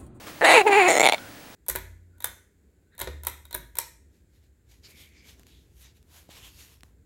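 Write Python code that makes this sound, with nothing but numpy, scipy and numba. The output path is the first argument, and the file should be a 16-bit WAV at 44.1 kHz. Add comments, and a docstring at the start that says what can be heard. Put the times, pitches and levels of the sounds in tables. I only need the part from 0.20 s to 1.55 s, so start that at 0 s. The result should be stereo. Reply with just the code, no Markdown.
"""A macaw calls once, close by, under a light porch roof.
Quiet outdoor hiss, rumble and a thin whine run throughout. The bird shifts with a soft rustle.
Its voice box snaps unevenly in a harsh rasp with a squeak, then locks into a wavering nasal note.
The note breaks into a creak, which slows to dry clicks as the beak opens, with one more squeak.
A short echo follows each sound of the call. Last comes a faint, distant whistle."""
import sys
import numpy as np
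from scipy import signal
from scipy.fft import rfft, irfft
from scipy.io import wavfile
from numba import njit

SR = 44100
rng = np.random.default_rng(int(sys.argv[2]) if len(sys.argv) > 2 else 0)


def to_wav(sig):
    """Store sig (one row per channel, or 1-D mono) as 16-bit WAV at the path in sys.argv[1].

    Samples outside -1..1 are clipped; the rate is SR.
    """
    pcm = np.clip(np.atleast_2d(sig), -1, 1) * 32767
    pcm = np.round(pcm).astype(np.int16)
    wavfile.write(sys.argv[1], SR, pcm.T)  # frames by channels


N = 59535
T = np.arange(N) / SR

# Tone of the outdoor hiss. Each row: frequency in Hz, level in dB.
HISS_COLOUR = [(18, -55), (30, -14), (59, -9), (92, -3), (122, -6), (222, -5.5), (296, -3), (374, -11.5),
               (567, -6.5), (1200, -12.5), (1730, -11), (2030, -13), (15000, -26)]
# Swell of the hiss. Each row: time in seconds, change of level in dB.
HISS_SWELL = [(0, 0), (.2, 0.5), (1.0, 0.5), (1.15, -1), (1.35, -2)]
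# Loudness of the rustle. Each row: time in seconds, level in dB.
RUSTLE_LEVEL = [(.05, -67), (.07, -40), (.105, -43), (.15, -58), (.17, -81)]
# Tone of the rustle. Each row: frequency in Hz, level in dB.
RUSTLE_COLOUR = [(150, -37), (300, 11.5), (600, -3.5), (1100, 4), (2500, -2.5), (6000, -10.5), (14000, -15)]
# Course of the rasp. Each row: time in seconds, level in dB, treble boost in dB,
# level of every second snap against the others in dB.
RASP_SHAPE = [(.211, -22, -29, -23.5), (.219, -17, -29, -19), (.238, -19, -13, 4), (.248, -10, 0.5, -2),
              (.262, -14, 0, 5), (.29, -11, -1, -8), (.326, -11.5, 3.5, 6.5), (.352, -12.5, -2.5, 12),
              (.385, -40, 24.5, -4), (.42, -32, 4, 6)]
# Where the throat rings in the rasp. Each row: frequency in Hz, width in Hz, level in dB.
RASP_THROAT = [(474, 270, 0.5), (763, 218, 7.5), (1670, 580, -16), (2910, 460, -6), (3920, 400, -5.5),
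               (6430, 520, -13.5), (7900, 330, -17), (9860, 640, -20.5), (12600, 2100, -25.5)]
# The windpipe's dip between resonances and its treble loss. Each row: frequency in Hz, level in dB.
WINDPIPE = [(4500, 1.5), (5200, -11), (6100, -10.5), (6800, 6.5), (10500, 10), (15000, -8)]
# The nasal ring, which rises as the beak opens. Each row: time in seconds, frequency in Hz.
NASAL_RING = [(.25, 1815), (.272, 2100), (.326, 2070), (.35, 2400), (.388, 2650), (.415, 2700),
              (.475, 2370), (.55, 2320), (.66, 2430)]
# Squeaks. Each row: start in seconds, length in seconds, first and last pitch in Hz, level in dB.
SQUEAKS = [(0.221, 0.028, 398.8, 635, -16.5), (0.931, 0.0175, 750, 553, -19)]
# Tune of the note. Each row: time in seconds, pitch in Hz.
NOTE_PITCH = [(.335, 535), (.355, 502.7), (.374, 456.8), (.394, 427), (.414, 384.5), (.432, 337.7),
              (.448, 376.3), (.466, 441.2), (.495, 407.7), (.526, 398.1), (.548, 384.6), (.576, 432.8),
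              (.6, 397), (.626, 357.4), (.65, 356.7), (.685, 377.5)]
# Effort in the note. Each row: time in seconds, level in dB, overtone boost in dB, roughness from 0 to 1.
NOTE_EFFORT = [(.337, -17, 4, 0.9), (.358, -10, 4.5, 0.35), (.372, -8.5, 0.5, 0.57),
               (.395, -14.5, 3.5, 0.27), (.416, -15, 2, 0.42), (.425, -31, -12, 0.51),
               (.445, -27.5, -21, 0.53), (.466, -12.5, -11.5, 0.63), (.48, -16.5, 5, 0.48),
               (.5, -15.5, -12, 0.7), (.522, -14.5, 3, 0.33), (.545, -16.5, 4, 0.28),
               (.575, -10.5, -1, 0.26), (.605, -14, 5, 0.15), (.645, -16, 2, 0.3), (.678, -15, 2.5, 0.2),
               (.7, -46, 8.5, 0.3)]
# Strength of the note's harmonics. Each row: frequency in Hz, level in dB.
NOTE_COLOUR = [(330, 0), (450, 2), (880, 2), (1080, -10), (1300, -17), (1750, -13), (2200, -10),
               (2720, -13.5), (3150, -29.5), (4400, -25), (5200, -41.5), (6300, -57), (7000, -20),
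               (7900, -42), (9600, -31.5), (11000, -49), (15000, -50)]
# Tone of the breath in the note. Each row: frequency in Hz, level in dB.
BREATH_COLOUR = [(60, -15), (200, -14.5), (600, -12.5), (950, 8.5), (1400, 1.5), (2100, 6), (2650, 3),
                 (3200, -4), (4400, -15.5), (5200, -23.5), (6300, -19), (7000, -13.5), (9600, -14.5),
                 (12000, -28)]
# Loudness of the creak. Each row: time in seconds, level in dB.
CREAK_LEVEL = [(.681, -16), (.689, -15.5), (.712, -14.5), (.725, -18.5), (.748, -21.5), (.765, -23),
               (.772, -37)]
# Where the throat rings, beak nearly shut, then open. Each row: frequency in Hz, width in Hz, level in dB.
SHUT_THROAT = [(483, 307, 0.5), (748, 240, 3), (1370, 120, -9), (2126, 142, 0), (3580, 380, -17.5),
               (4210, 190, -14.5), (5420, 144, -17.5), (7060, 400, -7), (9330, 550, -14.5),
               (11600, 6600, -29)]
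OPEN_THROAT = [(523, 405, -4.5), (824, 157, 4.5), (1430, 300, -12.5), (2266, 136, 3), (3580, 285, -7),
               (4320, 250, -7), (6030, 200, -16), (7180, 520, -17.5), (9590, 180, -8.5), (12000, 2600, -25)]
# Single clicks. Each row: start in seconds, relative level in dB, hardness from 0 to 1.
CLICKS = [(.754, -3.5, 0), (0.7677, -1, 0), (.7760, -2.5, 0.1), (0.7828, -3.5, 0.2), (0.7975, 2, 0),
          (0.8064, 1.5, 0.07), (0.8151, 0, 0.1), (0.8295, -1.5, 0.1), (0.8357, -1.5, 0.5), (.8424, -1.5, 0),
          (0.8491, -1, 0), (0.8564, 1.5, 0.17), (0.8643, 2, 0.13), (0.873, 0.5, .3), (0.8878, 0, 0),
          (0.8962, -1.5, 0.2), (0.9232, -2.5, 0.9), (.9340, -7.5, 0.1), (.9405, -22, 0.6),
          (.9450, -8.5, 0.1), (.981, -27, 1)]
# Balance of the background, then of the bird. Each row: frequency in Hz, left over right in dB.
BACKGROUND_BALANCE = [(40, 2.5), (140, 8), (300, 4.5), (600, 2.5), (3000, 0.5), (12000, -1)]
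BIRD_BALANCE = [(40, -20), (140, 8), (300, 7), (600, 2), (1500, 2.6), (3000, 0), (12000, 2.1)]

TOP_HZ = 16100  # upper limit of the harmonics and of the finished sound


def undb(db):
    """Turn decibels into a number to multiply by."""
    return 10 ** (np.asarray(db) / 20)


def unit(x):
    """Scale a sound to an average strength (rms) of 1."""
    return x / np.sqrt(np.mean(x ** 2))


def curve(table, column=1):
    """Join one column's points with straight lines over time."""
    rows = np.array(table)
    return np.interp(T, rows[:, 0], rows[:, column])


def envelope(table):
    """Loudness over time, silent before the first row and after the last."""
    return undb(curve(table)) * (T > table[0][0]) * (T < table[-1][0])


def colour_at(colour, hz):
    """Look up how strong a tone table is at these frequencies."""
    rows = np.array(colour)
    return undb(np.interp(np.log(np.maximum(hz, 1)), np.log(rows[:, 0]), rows[:, 1]))


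def tint(x, colour):
    """Turn each frequency up or down as a tone table says."""
    hz = np.arange(N + 1) * SR / (2 * N)
    return irfft(rfft(x, 2 * N) * colour_at(colour, hz))[..., :N]


def keep_band(x, hz, kind, order=2):
    """Keep the "low" or the "high" side of a frequency."""
    return signal.sosfilt(signal.butter(order, hz, kind, fs=SR, output="sos"), x)


def wander(rate_hz):
    """A smooth random wobble, about 1 in size."""
    return unit(keep_band(rng.standard_normal(N), rate_hz, "low"))


@njit
def resonate(x, hz, width_hz):
    """Let a sound ring around a frequency that can move."""
    out, band, low = np.empty(len(x)), 0., 0.
    for i in range(len(x)):
        step, damping = np.tan(np.pi * hz[i] / SR), width_hz / hz[i]
        ring = (band + step * (x[i] + 1e-18 - low)) / (1 + step * (step + damping))
        band, low = 2 * ring - band, low + 2 * step * ring
        out[i] = damping * ring
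    return out


def outdoor_air():
    """A soft hiss, nearly the same in both ears, over a low rumble."""
    middle, side = (unit(tint(rng.standard_normal(N), HISS_COLOUR)) for _ in range(2))
    hiss = undb(-45 + curve(HISS_SWELL)) * (middle + undb(-17) * side * np.array([[1], [-1]]))
    rumble = undb(-62.5) * unit(keep_band(rng.standard_normal((2, N)), 139, "low"))
    return hiss + rumble


def whine(hz=15735):
    """A thin, steady electronic tone."""
    return undb(-58.5) * np.sqrt(2) * np.sin(2 * np.pi * hz * T)


def rustle():
    """A soft brush of noise as the bird shifts."""
    return unit(tint(rng.standard_normal(N), RUSTLE_COLOUR)) * envelope(RUSTLE_LEVEL)


def snaps(times, sizes, puff_s, lead_s=0.001093):
    """The voice box opens softly and shuts hard, with a puff of air around each snap."""
    closing, opening = np.zeros(N), np.zeros(N)
    np.add.at(closing, np.clip((times * SR).astype(int), 0, N - 1), sizes)
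    np.add.at(opening, np.clip(((times - lead_s) * SR).astype(int), 0, N - 1), sizes)
    snap = keep_band(closing + undb(-23) * opening, 6900, "low", order=1)
    fade = np.exp(-2 / (puff_s * SR))
    puff_shape = np.sqrt(np.abs(signal.filtfilt([1 - fade], [1, -fade], closing ** 2 + 1e-18)))
    puff = keep_band(puff_shape * rng.standard_normal(N), 3660, "high", order=1)
    return snap + undb(-4) * puff


def flutter(hz, jitter, second_db, scatter_db, count=800):
    """A run of unevenly timed snaps, strong and weak in turn."""
    chance = rng.standard_normal((count, 2))
    times = np.cumsum(np.exp(jitter * chance[:, 0])) / hz
    step_db = np.interp(times, T, second_db * np.ones(N))
    sizes = undb(step_db * (np.arange(count) % 2) + scatter_db * chance[:, 1])
    sizes /= np.hypot(1, undb(step_db))  # taking turns leaves a pair's energy the same
    return snaps(times, sizes * (times < T[-1]), puff_s=0.0013)


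def throat(x, rings):
    """Throat and beak ring at several frequencies, which waver slightly together."""
    tuning = 1 + .025 * wander(21)
    out = sum((-1) ** k * undb(db) * resonate(x, hz * tuning, float(width_hz))
              for k, (hz, width_hz, db) in enumerate(rings))
    return keep_band(out, 145, "high")


def rasp():
    """Uneven snaps ring harshly in the throat while the nasal ring rises."""
    buzz = flutter(hz=311.1, jitter=.14, second_db=curve(RASP_SHAPE, 3), scatter_db=0)
    nasal = undb(6) * resonate(buzz, curve(NASAL_RING), width_hz=212.)
    voice = tint(throat(buzz, RASP_THROAT) + nasal, WINDPIPE)
    body = tint(voice, [(2000, -0.5), (4500, -15.0)])
    treble = undb(curve(RASP_SHAPE, 2)) * (voice - body)
    return unit(body + treble) * envelope(RASP_SHAPE)


def squeaks():
    """Short, nearly pure glides as the voice starts and stops."""
    out = np.zeros(N)
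    for start, length, first_hz, last_hz, db in SQUEAKS:
        along = np.clip((T - start) / length, 0, 1)
        hz = first_hz + (last_hz - first_hz) * along
        out += undb(db) * np.sin(np.pi * along) * np.sin(2 * np.pi * np.cumsum(hz) / SR)
    return out


def nasal_note(jitter=0.04683, shimmer_db=3.5):
    """A stack of harmonics (multiples of the pitch); roughness makes it shaky and breathy."""
    bright_db, rough = curve(NOTE_EFFORT, 2), curve(NOTE_EFFORT, 3)
    hz = curve(NOTE_PITCH) * (1 + jitter * rough * wander(211))
    phase = 2 * np.pi * np.cumsum(hz) / SR
    stack = np.zeros(N)
    for k in range(1, 41):
        upper = np.clip((k * hz - 700) / 1200, 0, 1)  # 0 for low harmonics, 1 for high ones
        scatter = .65 * np.sqrt(rough) * min(k / 4, 1) * wander(70)
        strength = colour_at(NOTE_COLOUR, k * hz) * undb(bright_db * upper) * (k * hz < TOP_HZ)
        stack -= strength * np.cos(k * phase - np.pi * upper + scatter)
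    stack += undb(2.5) * resonate(stack, curve(NASAL_RING), width_hz=410.)
    puffs = rng.standard_normal(N) * (1 + np.cos(phase))  # one puff of air per cycle
    breath = undb(bright_db - 9) * np.sqrt(rough) * unit(tint(puffs, BREATH_COLOUR))
    shimmer = undb(shimmer_db * rough * wander(160))
    voice = unit(keep_band(stack * shimmer, 248, "high"))
    return keep_band((voice + breath) * envelope(NOTE_EFFORT), 130, "high")


def creak():
    """Very uneven snaps rattle dryly behind a nearly shut beak."""
    rattle = flutter(hz=396.7, jitter=.25, second_db=-11, scatter_db=1)
    return keep_band(unit(throat(rattle, SHUT_THROAT)) * envelope(CREAK_LEVEL), 113, "high")


def clicks(opening_s=0.823, opened_s=0.868, hard_hz=3450):
    """The rattle slows to single snaps while the beak opens; hard ones get an extra high ring."""
    times, db, hardness = np.array(CLICKS).T
    sizes = undb(db + 23)
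    plain = snaps(times, sizes, puff_s=0.0015)
    hard = snaps(times, sizes * undb(-3.5) * hardness, puff_s=0.0015)
    ring = resonate(hard, np.full(N, float(hard_hz)), width_hz=400.)
    opened = np.clip((T - opening_s) / (opened_s - opening_s), 0, 1)
    return throat(plain * (1 - opened), SHUT_THROAT) + throat(plain * opened, OPEN_THROAT) + ring


def far_whistle(peak_s=1.01, spread_s=0.079):
    """A faint, wavering tone swells and fades in the distance."""
    hz = 1500 * (1 + 0.044 * wander(58))
    swell = np.exp(-((T - peak_s) / spread_s) ** 2)
    return undb(-46) * swell * np.sin(2 * np.pi * np.cumsum(hz) / SR)


def echo(x, fade_s, top_hz, channels=2):
    """A crowd of reflections that dies away by 60 dB in fade_s seconds."""
    tail = keep_band(rng.standard_normal((channels, N)), top_hz, "low", order=1)
    tail *= undb(-60 * T / fade_s) * (T > .002)
    tail /= np.sqrt(np.sum(tail ** 2, axis=1, keepdims=True))
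    return signal.fftconvolve(x[None], tail, axes=1)[:, :N]


def place(pair, balance):
    """Share a sound between left and right, frequency by frequency."""
    return np.array([tint(channel, [(hz, sign * db / 2) for hz, db in balance])
                     for channel, sign in zip(pair, (1, -1))])


def scene():
    """The bird a little to the left, with echoes from perch and roof, over a quiet background."""
    bird = rasp() + squeaks() + nasal_note() + creak() + clicks()
    thinned = keep_band(bird, 475, "high", order=1)
    perch = undb(-16) * echo(thinned, fade_s=0.11, top_hz=7500, channels=1)[0]
    roof = undb(-24) * echo(bird, fade_s=0.069, top_hz=4960)
    background = outdoor_air() + whine() + rustle() + far_whistle()
    return place(bird + perch + roof, BIRD_BALANCE) + place(background, BACKGROUND_BALANCE)


def record(dry):
    """Round off the tallest peaks and cut the highest treble."""
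    ceiling = .95
    rounded = dry / (1 + (dry / ceiling) ** 6) ** (1 / 6)
    return signal.sosfilt(signal.ellip(10, .2, 80, TOP_HZ, fs=SR, output="sos"), rounded)


dry = scene()
out = record(dry)
to_wav(out)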